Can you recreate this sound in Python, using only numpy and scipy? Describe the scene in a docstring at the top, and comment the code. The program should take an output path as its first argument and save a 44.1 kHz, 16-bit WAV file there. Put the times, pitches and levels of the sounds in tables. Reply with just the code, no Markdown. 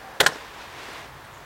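"""Skatepark, open air. A stunt scooter lands a jump on concrete: the wheels slap down one after the
other, ringing the metal frame and rattling its fittings; the deck knocks softly as the rider settles.
The hard wheels, whirring faintly before they land, hiss away over the grain of the concrete.
The blows echo faintly from the park; behind them, a steady wash and a distant low rumble."""
import sys
import numpy as np
from scipy import signal
from scipy.fft import rfft, irfft, next_fast_len
from scipy.io import wavfile
from scipy.ndimage import map_coordinates

SR = 44100
rng = np.random.default_rng(int(sys.argv[2]) if len(sys.argv) > 2 else 0)


def output_pcm(signal):
    """Save a mono or channel-first signal as 16-bit PCM at the path in sys.argv[1].

    Samples are clipped to [-1, 1] before scaling.
    """
    pcm = np.clip(np.atleast_2d(signal).T, -1, 1) * 32767
    wavfile.write(sys.argv[1], SR, np.round(pcm).astype(np.int16))


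N = 63945


def amp(db):
    """Decibels to gain."""
    return 10 ** (np.asarray(db) / 20)


def unit(x):
    """Scale to rms 1."""
    return x / np.sqrt(np.mean(x ** 2) + 1e-20)


def along(points, hz):
    """Interpolate (freq_hz, value) points on a log frequency axis."""
    freqs_hz, values = np.transpose(points)
    return np.interp(np.log(hz + 1), np.log(freqs_hz + 1), values)


def since(start_s):
    """Seconds since start_s, zero before."""
    return np.maximum(np.arange(N) / SR - start_s, 0)


def level(points):
    """Gain per sample from (time_s, level_db) points."""
    return amp(np.interp(since(0), *np.transpose(points)))


def filtered(x, response):
    """Apply a gain given as a function of Hz."""
    size = next_fast_len(N + SR // 2)
    return irfft(rfft(x, size) * response(np.fft.rfftfreq(size, 1 / SR)), size)[:N]


def coloured(x, colour):
    """Shape x by (freq_hz, gain_db) points; rms 1."""
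    return unit(filtered(x, lambda hz: amp(along(colour, hz))))


def noise(colour):
    """Coloured noise, rms 1."""
    return coloured(rng.standard_normal(N), colour)


def band_noise(centre_hz, half_width_hz):
    """Noise in one resonant band, rms 1."""
    white = rng.standard_normal(N)
    return unit(filtered(white, lambda hz: 1 / (1 + ((hz - centre_hz) / half_width_hz) ** 2)))


def burst(start_s, rise_s, hold_s, t60_s):
    """Envelope: attack, hold, exponential release."""
    attack = 1 - np.exp(-since(start_s) / rise_s)
    return attack * np.exp(-np.log(1000) * since(start_s + hold_s) / t60_s)


def ring(start_s, modes, rise_s, hold_s=0, scatter_db=1):
    """Damped modes (pitch_hz, level_db, t60_s), driven while the push holds."""
    out = np.zeros(N)
    for pitch_hz, level_db, t60_s in modes:
        gain = amp(level_db + scatter_db * rng.standard_normal())
        out += gain * burst(start_s, rise_s, hold_s, t60_s) * np.sin(2 * np.pi * pitch_hz * since(start_s))
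    return out


def landing():
    """Each wheel touches, then takes the weight: fittings rattle, frame rings, deck thuds."""
    wheels = [(.2029, -13.8, .0115, .028, .0026), (.2629, -14.5, .002, .04, .0016)]  # touchdowns: start_s, rattle_db, hold_s, t60_s, touch_lead_s
    rattle_colours = [
        [(40, -6), (200, -15), (420, -2.5), (800, 3.5), (1150, -4), (1700, 6), (2500, -5), (3600, 0.5),
         (5000, -12), (12500, -16.5), (16000, -24)],
        [(40, -29), (140, 1), (230, -8), (420, 2.5), (800, 4), (1150, -12), (1700, 7.5), (2500, -2.5),
         (3900, 0.5), (7500, -10), (10000, -19.5), (13000, -17), (16000, -40)],
    ]  # one spectrum per wheel: freq_hz, gain_db
    frame_modes = [(812, -1, -14, .06), (1052, -14, -10, .12), (1445, 2, 0, .052), (1640, -9, 2, .03),
                   (1795, -7, -7, .045), (2045, -7, -14, .05), (3012, -7, -12, .045), (3300, 0, -12, .05),
                   (3582, -4, -18, .055), (4100, -5, -10, .04), (4432, -18, -12, .05),
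                   (6025, -15, -15, .04), (8040, -18, -14, .05)]  # pitch_hz, first_wheel_db, second_wheel_db, t60_s
    deck_modes = [(297, -18, .3), (378, -8, .06), (420, 0, .045), (528, -2, .05), (605, -17, .14),
                  (712, -6, .035)]  # loaded deck: pitch_hz, level_db, t60_s
    frame_db = [-15.5, -9.5]  # frame strike per wheel: gain_db
    deck_db = [-18, -31]  # deck strike per wheel: gain_db
    split_hz, bright_lag_s = 4850, .0016
    out = np.zeros(N)
    for wheel, (start_s, rattle_db, hold_s, t60_s, lead_s) in enumerate(wheels):
        rattle = noise(rattle_colours[wheel])
        lows = filtered(rattle, lambda hz: 1 / (1 + (hz / split_hz) ** 8))
        touch = rattle * burst(start_s - lead_s, .00017, lead_s, t60_s=.008)
        slam = lows * burst(start_s, .00024, hold_s, t60_s)
        bright = (rattle - lows) * burst(start_s + bright_lag_s, .00023, hold_s / 4, t60_s=.048)
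        out += amp(rattle_db) * (amp(-11) * touch + slam + amp(7) * bright)
        struck_modes = [(hz, dbs[wheel], decay_s) for hz, *dbs, decay_s in frame_modes]
        out += amp(frame_db[wheel]) * ring(start_s, struck_modes, rise_s=.00014)
        out += amp(deck_db[wheel]) * ring(start_s, deck_modes, rise_s=.003, hold_s=.012)
    return out


def deck_knocks():
    """The rider's weight sinks onto the deck: low thumps, dull knocks."""
    thumps = [(.205, -36), (.2245, -27), (.266, -34), (.279, -38)]  # start_s, level_db
    knocks = [(0.228, -22.5, 0.097), (0.235, -23.5, 0.068), (0.2404, -28, 0.041), (0.287, -26, 0.05),
              (0.296, -35.5, 0.14), (.320, -34.5, 0.069), (0.3574, -31.5, 0.028), (.832, -36, 0.037),
              (0.885, -38, 0.04), (1.058, -42, 0.022)]  # start_s, level_db, t60_s
    knock_colour = [(40, -8), (130, -14), (220, -7.5), (450, 2.5), (1100, -6.5), (1750, -1), (2500, -23.5),
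                    (3600, -14.5), (8000, -24.5), (16000, -43)]  # freq_hz, gain_db
    thump_hz, thump_t60_s = 152, .05
    out = np.zeros(N)
    for start_s, level_db in thumps:
        out += ring(start_s, [(thump_hz, level_db, thump_t60_s)], rise_s=.005, hold_s=.009)
    for start_s, level_db, t60_s in knocks:
        out += amp(level_db) * burst(start_s, .0006, .0019, t60_s) * noise(knock_colour)
    return out


def rolling():
    """Wheels hiss over tiny bumps and grit; uneven concrete makes the lower range flutter."""
    roll_levels = [(.2, -57), (.27, -38.5), (.39, -41.5), (.46, -44), (.52, -46), (.62, -40.5), (.69, -45),
                   (.75, -42.5), (.82, -39), (.9, -40.5), (.97, -39.5), (1.05, -43.5), (1.12, -53),
                   (1.25, -50), (1.45, -52)]  # time_s, level_db
    roll_colour = [(40, -22), (220, -9), (380, -3.5), (650, -5), (850, -6), (1010, 1), (1200, -5.5),
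                   (1800, -3.5), (2400, -6), (3500, -9), (5000, -15), (8000, -22), (16000, -37)]  # freq_hz, gain_db
    grit_per_s, grit_db = 1800, -6.5
    patches_per_s, flutter_db, flutter_below_hz = 120, .3, 1200
    grit = (rng.random(N) < grit_per_s / SR) * rng.standard_normal(N)
    hiss = coloured(rng.standard_normal(N) + amp(grit_db) * unit(grit), roll_colour)
    lows = filtered(hiss, lambda hz: 1 / (1 + (hz / flutter_below_hz) ** 4))
    patches = map_coordinates(rng.standard_normal(size=400), [since(0) * patches_per_s])
    return level(roll_levels) * (hiss - lows + lows * amp(flutter_db * patches))


def ticks():
    """Grit and loose fittings tick and scrape, each a brief rough ring in one treble band."""
    hits = [(0.2375, -42.5, 8260, 350, 0.065), (0.2507, -37, 7600, 500, 0.038),
            (0.273, -19.5, 2900, 1800, 0.01), (0.2812, -33, 9100, 1300, 0.013),
            (0.33, -41, 5400, 300, 0.089), (.932, -46, 8700, 3000, 0.02), (1.248, -55, 8700, 700, 0.066),
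            (1.335, -57, 6900, 700, 0.33), (1.376, -55, 7200, 700, 0.046)]  # start_s, level_db, centre_hz, half_width_hz, t60_s
    return sum(amp(level_db) * burst(start_s, .0005, .0012, t60_s) * band_noise(centre_hz, half_width_hz)
               for start_s, level_db, centre_hz, half_width_hz, t60_s in hits)


def free_wheels():
    """Airborne wheels whirr and one bearing sings; both fade around the landing."""
    whirr_colour = [(200, -16.5), (520, -2.5), (680, -6.5), (780, 1), (900, -21), (1600, -6), (2600, -18),
                    (5000, -21.5), (14000, -40)]  # freq_hz, gain_db
    tone_until_s, whirr_until_s, fade_s = .12, .18, .03
    tone = band_noise(centre_hz=776, half_width_hz=12) * np.exp(-since(tone_until_s) / fade_s)
    whirr = noise(whirr_colour) * np.exp(-since(whirr_until_s) / fade_s)
    return amp(-45.5) * whirr + amp(-49) * tone


def park_echo(x, delay_s=.012):
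    """Scatter from ramps, wall and trees; treble dies first."""
    decay_times = [(150, 0.73), (1000, 0.68), (4000, 0.53), (12000, 0.47)]  # freq_hz, t60_s
    hz, time_s, spectra = signal.stft(rng.standard_normal(SR // 2), SR, nperseg=256)
    decay = np.exp(-np.log(1000) * time_s / along(decay_times, hz)[:, None])
    tail = signal.istft(spectra * decay, SR, nperseg=256)[1]
    tail = np.pad(tail / np.linalg.norm(tail), (int(delay_s * SR), 0))
    return signal.fftconvolve(x, tail)[:N]


def outdoors():
    """Steady open-air wash and a far low drone that swells and dips."""
    air_colour = [(20, -29), (32, -14), (50, 0.5), (70, -8), (140, -11), (240, -10), (330, -10),
                  (575, -7.5), (900, -3), (1890, -8.5), (2300, -15.5), (5000, -24.5), (9000, -30),
                  (16000, -28.5)]  # freq_hz, gain_db
    drone_levels = [(0, -62), (.6, -62), (.75, -53.5), (.9, -60.5), (1.17, -50.5), (1.45, -53)]  # time_s, level_db
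    drone_peaks = [(94, 13, -1.7), (135, 14, -0.3)]  # centre_hz, half_width_hz, gain_db
    resonances = lambda hz: sum(amp(gain_db) / (1 + ((hz - centre_hz) / half_width_hz) ** 2)
                                for centre_hz, half_width_hz, gain_db in drone_peaks)
    wash = amp(-45) * noise(air_colour)
    drone = unit(filtered(rng.standard_normal(N), resonances))
    return wash + level(drone_levels) * drone


def scene():
    """Blows with their echo, wheels, open air; mono."""
    low_cut_hz = 55  # keeps the abrupt blows tight, free of sub-bass boom
    blows = landing() + deck_knocks() + ticks()
    blows = filtered(blows, lambda hz: (1j * hz / (low_cut_hz + 1j * hz)) ** 2)
    return (blows + amp(-26.5) * park_echo(blows) + rolling() + free_wheels() + outdoors())[None]


def record(dry):
    """Round off the highest peaks, then band-limit."""
    ceiling, top_hz = .92, 16000
    rounded = dry[0] / (1 + np.abs(dry[0] / ceiling) ** 8) ** (1 / 8)
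    return filtered(rounded, lambda hz: hz < top_hz)[None]


dry = scene()
out = record(dry)
output_pcm(out)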